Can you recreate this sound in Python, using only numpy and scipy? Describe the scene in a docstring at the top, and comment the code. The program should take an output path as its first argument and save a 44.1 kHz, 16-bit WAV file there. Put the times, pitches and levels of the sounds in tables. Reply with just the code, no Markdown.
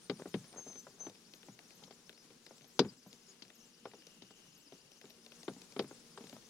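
"""Footsteps and knocks, close by, on the planks of a wooden dock beside a calm lake.
Each blow bends a plank (a hollow thud), rings its higher modes (a woody clack) and cracks at the
contact; soles scuff and grit ticks in between. Out on the water a small electric boat hums past.
Far off a bird whistles twice, an insect chirps, and faint twitter and very high chips run through
the outdoor hush. Heard on a stereo pair whose left microphone has more presence."""
import sys
import numpy as np
from scipy import signal
from scipy.fft import rfft, irfft, next_fast_len
from scipy.io import wavfile
from scipy.ndimage import uniform_filter1d

SR = 44100
rng = np.random.default_rng(int(sys.argv[2]) if len(sys.argv) > 2 else 0)


def store_pcm(level_fs):
    """Save levels as 16-bit WAV."""
    pcm = np.round(np.clip(level_fs, -1, 1) * 32767).astype(np.int16)
    wavfile.write(sys.argv[1], SR, np.atleast_2d(pcm).T)


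N = 286209
TIME = np.arange(N) / SR
AGE = np.arange(SR // 4) / SR  # seconds since a blow

# Blows on the planks, close by: start_s, strength_db, pitch_hz (of the struck spot), hardness_db
BLOWS = [(0.097, -36, 297, -8), (0.196, -52.5, 353, -20), (0.2559, -46.5, 330, -27),
         (0.3409, -35.5, 255, -11.5), (0.665, -53, 269, -21), (0.755, -59, 296, -5), (0.868, -58, 472, -13),
         (1.066, -48, 302, -12.5), (1.4844, -53, 215, -17), (1.836, -62, 222, 4), (1.908, -62.5, 366, 0.5),
         (2.304, -63.5, 270, -6), (2.507, -60, 520, -34), (2.643, -67, 302, 0), (2.792, -25.5, 345, -4.5),
         (2.848, -45, 288, -17), (3.062, -56, 200, -36), (3.4215, -60, 222, 7), (3.854, -49.5, 443, -10),
         (3.935, -58.5, 378, -8), (4.221, -58.5, 206, 1), (4.306, -64, 330, -2), (4.7216, -56, 288, -8),
         (5.041, -58.5, 330, -17), (5.48, -40.5, 331, -10), (5.563, -56.5, 265, -19),
         (5.763, -45, 327, -11.5), (5.7924, -35, 349, -5), (5.842, -52, 237, -14), (5.91, -53.5, 350, -15),
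         (6.1748, -55, 435, -3), (6.207, -54.5, 275, -12), (6.239, -57.5, 272, -7), (6.327, -54, 221, -7)]
# The cracks start on the left and move rightward: time_s, left_minus_right_db
CRACK_PAN = [(0, 3), (3, 2), (5.8, -2)]


def footsteps(plank_hz=308, light_tap_db=-51):
    """Each blow on the dock sounds as a thud, a clack and a crack together."""
    starts, strength_db, pitch_hz, hardness_db = np.transpose(BLOWS)[:, :, None]
    stiffness = np.log2(pitch_hz / plank_hz)
    # stiff spots and hard contacts clack more; heavy blows go more into the thud
    clack_db = -7 + 15.5 * stiffness + 0.29 * hardness_db - 0.15 * (strength_db - light_tap_db)
    sharpness_db = strength_db + hardness_db - np.max(strength_db + hardness_db)  # 0 for the sharpest
    pan_db = np.interp(starts, *np.transpose(CRACK_PAN))
    thuds = plank_thuds(pitch_hz)
    clacks = from_db(clack_db) * plank_clacks(832 * 2 ** (0.24 * stiffness))
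    cracks = from_db(hardness_db - 3.5) * contact_cracks(hardness_db, sharpness_db)
    blows = from_db(strength_db) * (thuds + clacks + cracks * from_db([pan_db / 2, -pan_db / 2]))
    out = np.zeros((2, N))
    for k, start in enumerate(starts[:, 0]):
        add(out, start, blows[:, k])
    return out


def plank_thuds(pitch_hz, echo_s=0.015, echo_db=-10, frame_db=-14):
    """The plank gives way in a few swings of sinking pitch and rings on; the frame rumbles after it."""
    cycles = pitch_hz * (AGE + 0.0025 * (1 - np.exp(-AGE / 0.0065)))
    give = unit_blow(np.sin(2 * np.pi * cycles) * decay(t60=0.019, rise=0.004))
    modes = deck_ring(0, 550, pitch_hz, octaves=0.56, rise_cycles=0.99)
    boards = dense_ring(len(BLOWS), 106, 680, t60=0.043, rise=0.00033)
    thuds = unit_blow(modes + 0.43 * give + 0.41 * boards)
    # the bending wave comes back once from the end of the plank
    echo = np.pad(thuds, [(0, 0), (round(echo_s * SR), 0)])[:, :len(AGE)]
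    frame = dense_ring(len(BLOWS), 97, 255, t60=0.2, rise=0.018, order=3)
    return unit_blow(thuds + from_db(echo_db) * echo) + from_db(frame_db) * frame


def plank_clacks(centre_hz, tail_db=-16):
    """The plank's higher modes ring briefly; the rail and boards scatter a faint tail."""
    modes = deck_ring(550, 1800, centre_hz, octaves=1.6, rise_cycles=0.49)
    boards = coloured_ring(centre_hz, octaves=1.56, t60=0.032, rise=0.00043)
    tail = dense_ring(len(BLOWS), 440, 1500, t60=0.2, rise=0.0091)
    return unit_blow(modes + 0.95 * boards) + from_db(tail_db) * tail


def contact_cracks(hardness_db, sharpness_db, apart=0.89, rattle_db=-14.5):
    """The contact cracks, brighter when hard, and reaches each microphone partly by its own path."""
    centre_hz = 4170 * 2 ** (0.08 * np.minimum(hardness_db, 0) + 0.39 * from_db(sharpness_db))
    left, right_path = (coloured_ring(centre_hz, octaves=1.3, t60=0.04, rise=0.00071) for _ in range(2))
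    left += deck_ring(1800, SR, centre_hz, octaves=0.88, rise_cycles=0.61)
    right = (1 - apart) * left + 2 * apart * right_path
    cracks = unit_blow(band(np.array([left, right]), 1350, 6350, order=5))  # the wood swallows the top
    edge_db = -21.5 + 0.21 * sharpness_db  # sharper blows reach further into the top octaves
    edge = dense_ring(len(BLOWS), 4200, 8700, t60=0.008, rise=0.00024)
    rattle = dense_ring(len(BLOWS), 3350, 5000, t60=0.068, rise=0.0086, order=3)
    return cracks + from_db(edge_db) * edge + from_db(rattle_db) * rattle


# Modes of the deck underfoot: pitch_hz, relative_level_db, t60_s
DECK_MODES = [(122.5, -10, 0.26), (162, -9, 0.25), (193.6, -7.5, 0.13), (234.4, -9, 0.11),
              (263.4, 1, 0.034), (294.2, -3, 0.054), (350, -14.5, 0.078), (383, -4.5, 0.059),
              (418.5, -3, 0.069), (469, -6.5, 0.067), (546.8, -2, 0.047), (658, 1, 0.053), (784, -5, 0.09),
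              (884, 0, 0.03), (1012, -1.5, 0.032), (1074, -19, 0.049), (1161, -7.5, 0.029),
              (1395, -7, 0.0416), (1537, -5, 0.04), (2067, 8, 0.014), (2286, -6.5, 0.044),
              (3163, 6.5, 0.02), (3265, -15, 0.025), (3530, 0, 0.015), (3766, 4.5, 0.015),
              (4190, -16.5, 0.053), (4600, -0.5, 0.033), (5120, -2, 0.021), (4990, -3, 0.059)]


def deck_ring(low_hz, high_hz, centre_hz, octaves, rise_cycles):
    """The struck spot favours the deck modes near centre_hz; low modes take longer to build up."""
    hz, level_db, t60 = np.transpose(DECK_MODES)
    rings = np.exp(2j * np.pi * hz[:, None] * AGE) * decay(t60[:, None], rise_cycles / hz[:, None])
    favoured = np.exp(-0.5 * (np.log2(hz / centre_hz) / octaves) ** 2)
    chance = rng.random((len(BLOWS), len(hz), 2))
    strength = from_db(level_db + 3 * chance[..., 0]) * favoured * (hz >= low_hz) * (hz < high_hz)
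    phase = np.exp(2j * np.pi * chance[..., 1])
    return unit_blow(((strength * phase) @ rings).real)


def dense_ring(count, low_hz, high_hz, t60, rise, order=2):
    """Countless overlapping modes: a band of noise that dies away, one row per event."""
    noise = rng.standard_normal((count, len(AGE)))
    return unit_blow(band(noise * decay(t60, rise), low_hz, high_hz, order))


def coloured_ring(centre_hz, octaves, t60, rise):
    """A dense ring for each blow, in a band round that blow's own centre."""
    half = 2 ** (octaves / 2)
    return np.vstack([dense_ring(1, hz / half, hz * half, t60, rise, 3) for hz in np.ravel(centre_hz)])


# Small dry ticks on the near boards: start_s, level_db
TICKS = [(1.096, -64.5), (1.336, -61), (1.429, -66), (1.59, -62), (2.094, -58.5), (2.464, -61.5),
         (3.129, -62.5), (3.502, -65), (4.068, -62), (4.917, -68.5), (5.013, -64.5), (5.054, -68),
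         (5.104, -65), (5.263, -62), (5.319, -62.5), (5.431, -61.5), (5.617, -61.5), (5.722, -65),
         (6.269, -65), (6.295, -61.5)]


def ticks(body_db=-4, edge_db=-16, grit_db=-72.5, grit_count=26):
    """Dry ticks with a trace of wood under them, and fainter grit at random."""
    when, size = rng.random((grit_count, 2)).T
    grit = np.c_[when * N / SR, grit_db - 2 * np.log(size + 0.05)]
    events = np.vstack([TICKS, grit])
    count = len(events)
    centre_hz = 3240 * 2 ** rng.normal(0, 0.26, count)
    snaps = coloured_ring(centre_hz, octaves=1.48, t60=0.018, rise=0.00036)
    snaps += from_db(edge_db) * dense_ring(count, 8000, 15000, t60=0.005, rise=0.00018)
    snaps += from_db(body_db) * dense_ring(count, 260, 660, t60=0.069, rise=0.00098)
    out = np.zeros(N)
    for (start, db), snap in zip(events, snaps):
        add(out, start, from_db(db) * snap)
    return out


# Soles sliding on the near boards: start_s, length_s, level_db
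SCUFFS = [(0.177, 0.074, -54.5), (0.511, 0.12, -53.5), (0.64, 0.11, -62), (0.956, 0.18, -58.5),
          (1.786, 0.15, -65), (6.319, 0.078, -61)]


def scuffs(grain_db=5, hiss_db=-22):
    """A sliding sole catches on the grain: a low rub in the board and a hiss at the surface."""
    pressure = sum(from_db(db) * swell(start, length) for start, length, db in SCUFFS)
    catches = rng.standard_normal((2, N)) * from_db(grain_db * drift(240))
    rub = unit_rms(band(catches[0], 123, 830))
    hiss = unit_rms(band(catches[1], 1000, 8100))
    return pressure * (rub + from_db(hiss_db) * hiss)


def deck_murmur(level_db=-71, uneven_db=3.2, count=42):
    """The boards keep bumping softly, one low mode at a time, as the weight on them shifts."""
    out = np.zeros(N)
    for k, (when, size, pitch) in enumerate(rng.random((count, 3))):
        bump = unit_blow(np.sin(2 * np.pi * 140 * 3 ** pitch * AGE) * decay(t60=0.13, rise=0.0021))
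        bump_db = level_db - uneven_db * np.log(size + 0.17)
        add(out, (k + when) / count * N / SR, from_db(bump_db) * bump)
    return out


# The small boat, out on the lake: time_s, level_db
MOTOR_LEVEL = [(1.6, -75), (3.88, -75.5), (4.69, -86), (5.38, -66), (5.53, -78), (6.06, -69.5), (6.45, -72)]


def boat_motor(pitch_hz=232.3, waver_hz=2.52, octave_db=-6.5):
    """The electric motor hums faintly over the water: a wavering tone and its octave."""
    hz = pitch_hz + waver_hz * drift(8)
    level_db = np.interp(TIME, *np.transpose(MOTOR_LEVEL)) + 0.95 * drift(13)
    return from_db(level_db) * (tone(hz) + from_db(octave_db) * tone(2 * hz))


# A far bird's long whistles: start_s, length_s, start_pitch_hz, level_db
WHISTLES = [(0.546, .31, 6440, -56.5), (0.983, 0.13, 6230, -50.5)]
# Its short notes, down and up again: turn_s, lowest_pitch_hz, sweep_hz_per_s, level_db
SWOOPS = [(2.195, 4960, 20500, -61), (2.481, 4730, 130000, -65), (2.895, 4770, 70300, -62),
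          (3.296, 6650, 10000, -63.5), (3.612, 5500, 50000, -64.5)]


def bird(sag_hz_per_s=1200, attack_s=0.028, release_s=0.086, bend_s=0.0055, swoop_s=0.046):
    """Two thin, slowly falling whistles, then a few short swooping notes."""
    out = np.zeros(N)
    waver_hz = 15.5 * drift(250)
    for start, length, hz, db in WHISTLES:
        age = np.clip(TIME - start, 0, length)
        envelope = np.minimum(age / attack_s, 1) * np.minimum((length - age) / release_s, 1)
        out += from_db(db) * envelope * tone(hz - sag_hz_per_s * age + waver_hz)
    for turn, hz, sweep, db in SWOOPS:
        lift_hz = sweep * (np.hypot(TIME - turn, bend_s) - bend_s)
        out += from_db(db) * swell(turn - swoop_s / 2, swoop_s) * tone(hz + lift_hz + waver_hz)
    flutter_db = 3.04 * drift(62.5)
    return out * from_db(flutter_db)


def twitter(count, centre_hz, sweep_octaves, turns_per_s, blur_hz, spread_db, overtone_db):
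    """Far birds twitter: quick steep swoops, blurred by distance and broken into syllables."""
    out = np.zeros(N)
    for _ in range(count):
        swoop = 2 * np.tanh(uniform_filter1d(drift(turns_per_s), SR // 120) / 2)
        hz = centre_hz * 2 ** (sweep_octaves * swoop) + blur_hz * drift(1500)
        syllables = from_db(spread_db * 2 * np.tanh(drift(60)) - 0.5 * swoop)  # weaker atop each swoop
        out += syllables * (tone(hz) + from_db(overtone_db) * tone(2 * hz))
    return unit_rms(out)


# Flurries of higher twitter in the distance: start_s, length_s
FLURRIES = [(0, 0.99), (5.1, 1.45)]


def far_birds(steady_db=-71, flurry_db=-70.5):
    """Faint twitter runs throughout; at times a higher, more broken one joins in."""
    steady = twitter(count=4, centre_hz=5900, sweep_octaves=0.26, turns_per_s=50,
                     blur_hz=159.7, spread_db=9, overtone_db=-14)
    higher = twitter(count=2, centre_hz=8320, sweep_octaves=0.2, turns_per_s=70,
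                     blur_hz=263.5, spread_db=19, overtone_db=-30)
    activity = sum(swell(start, length) for start, length in FLURRIES)
    return from_db(steady_db) * steady + from_db(flurry_db) * activity * higher


# Very high chips, far off: start_s
CHIP_STARTS = [.285, .79, 1.345, 1.75, 2.675, 3.07, 3.55, 4.575, 5.095, 5.82, 6.33]


def high_chips(start_hz=11200, top_hz=14500, glide_s=0.011, level_db=-72.5, tail_db=-8):
    """Each chip flicks upward and leaves a short diffuse tail."""
    hz = top_hz + (start_hz - top_hz) * np.exp(-AGE / glide_s)
    chip = unit_blow(tone(hz) * decay(t60=0.04, rise=0.02))
    tails = dense_ring(len(CHIP_STARTS), start_hz, top_hz, t60=0.23, rise=0.046, order=3)
    out = np.zeros(N)
    for start, tail in zip(CHIP_STARTS, tails):
        add(out, start, chip + from_db(tail_db) * tail)
    return from_db(level_db) * out


def insects(chirp_db=-66.5, every_s=0.154, buzz_db=-70.5, buzz_peak_s=4.3, fade_db_per_s=10):
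    """Four high, evenly spaced chirps, and later a thin far buzz that swells and fades."""
    chirp = unit_rms(band(rng.standard_normal(N), 8860, 9060))
    buzz = unit_rms(band(rng.standard_normal(N), 2690, 3070))
    pulses = sum(swell(k * every_s - 0.013, length=0.11) ** 2 for k in range(4))
    buzz_level = from_db(buzz_db - fade_db_per_s * np.abs(TIME - buzz_peak_s))
    return from_db(chirp_db) * pulses * chirp + buzz_level * buzz


# Colour of the open air all round: frequency_hz, relative_density_db
HUSH_SPECTRUM = [(30, -12.5), (70, -15.5), (110, -10.5), (170, 1.5), (240, -3.5), (400, -4), (650, -12),
                 (1400, -13), (2300, -16), (5800, -11.5), (8500, -17.5), (10200, -15), (11500, -23.5),
                 (15500, -27.5)]
# Its slow fall and rise: time_s, level_db (before the trim)
HUSH_LEVEL = [(0.0, -63), (0.61, -62.5), (1.89, -65), (5.14, -66), (5.51, -62), (6.45, -62)]
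# How alike it is at the two microphones: frequency_hz, correlation
HUSH_LIKENESS = [(60, 0.57), (250, 0.88), (640, 0.45), (1400, 0.41), (3100, 0.12), (7000, 0), (15000, 0)]


def hush(trim_db=0.66, waver_db=1):
    """Steady air over the lake, alike at both microphones in the bass and wide in the treble."""
    size = next_fast_len(N)
    hz = np.fft.rfftfreq(size, 1 / SR)
    mid, side = rfft(rng.standard_normal((2, size)))
    alike = at_hz(HUSH_LIKENESS, hz)
    pair = np.sqrt(1 + alike) * mid + np.sqrt(1 - alike) * side * [[1], [-1]]
    air = irfft(from_db(at_hz(HUSH_SPECTRUM, hz)) * pair, size)[:, :N]
    level_db = np.interp(TIME, *np.transpose(HUSH_LEVEL)) + trim_db + waver_db * drift(28)
    return unit_rms(air) * from_db(level_db)


def from_db(db):
    """Decibels to gain."""
    return 10 ** (np.asarray(db) / 20)


def unit_rms(x):
    """Scale to rms 1."""
    return x / np.sqrt(np.mean(x ** 2) + 1e-20)


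def unit_blow(x):
    """Scale each row to the energy of 30 ms at rms 1."""
    return x / np.sqrt(np.sum(x ** 2, axis=-1, keepdims=True) / (0.03 * SR) + 1e-20)


def at_hz(points, hz):
    """Read a spectrum on a log-frequency axis."""
    known_hz, values = np.transpose(points)
    return np.interp(np.log(np.maximum(hz, 1)), np.log(known_hz), values)


def band(x, low_hz, high_hz, order=2):
    """Causal band-pass."""
    edges_hz = [low_hz, min(high_hz, SR / 2 - 1)]
    return signal.sosfilt(signal.butter(order, edges_hz, "band", fs=SR, output="sos"), x)


def drift(rate_hz):
    """Smooth random wander of rms 1."""
    knots = rng.standard_normal(int(N / SR * rate_hz) + 2)
    return unit_rms(np.interp(TIME * rate_hz, np.arange(len(knots)), knots))


def decay(t60, rise):
    """Envelope that builds up and dies away; both times in seconds."""
    return (1 - np.exp(-AGE / rise)) * from_db(-60 * AGE / t60)


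def swell(start, length):
    """A rounded bump in time."""
    return np.sin(np.pi * np.clip((TIME - start) / length, 0, 1))


def tone(hz):
    """A sine of rms 1 that follows a pitch curve."""
    return np.sqrt(2) * np.sin(2 * np.pi * np.cumsum(hz) / SR)


def add(out, start, sound):
    """Mix a sound in at its time."""
    i = max(round(start * SR), 0)
    out[..., i:i + sound.shape[-1]] += sound[..., :max(N - i, 0)]


def round_the_casing(pair, turn_hz=3250, width_hz=1300):
    """Sound reaches the right microphone round the casing, which turns the phase of its treble."""
    b, a = signal.iirnotch(turn_hz, turn_hz / width_hz, fs=SR)
    return np.array([pair[0], signal.lfilter(2 * b - a, a, pair[1])])  # all-pass


def scene():
    """The dock close by, the boat and wildlife far off, the hush all round."""
    dock = footsteps() + ticks() + scuffs() + deck_murmur()
    # narrow planks radiate little deep bass
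    dock = signal.sosfilt(signal.butter(3, 108, "high", fs=SR, output="sos"), dock)
    wildlife = bird() + far_birds() + high_chips() + insects()
    return round_the_casing(dock + boat_motor() + wildlife) + hush()


# The left microphone hears more presence: frequency_hz, left_minus_right_db
MIC_BALANCE = [(60, 1), (700, 3), (1300, 2), (2400, 9.5), (4400, 8.5), (6300, 7.5), (8100, 1),
               (10000, -2.5), (14000, 1)]


def record(dry, cutoff_hz=15800):
    """The two microphones differ in colour; the top is cut steeply."""
    size = next_fast_len(N + SR // 10)
    tilt_db = at_hz(MIC_BALANCE, np.fft.rfftfreq(size, 1 / SR)) / 2
    coloured = irfft(rfft(dry, size) * from_db([tilt_db, -tilt_db]), size)[:, :N]
    return signal.sosfilt(signal.ellip(10, 0.1, 80, cutoff_hz, fs=SR, output="sos"), coloured)


dry = scene()
out = record(dry)
store_pcm(out)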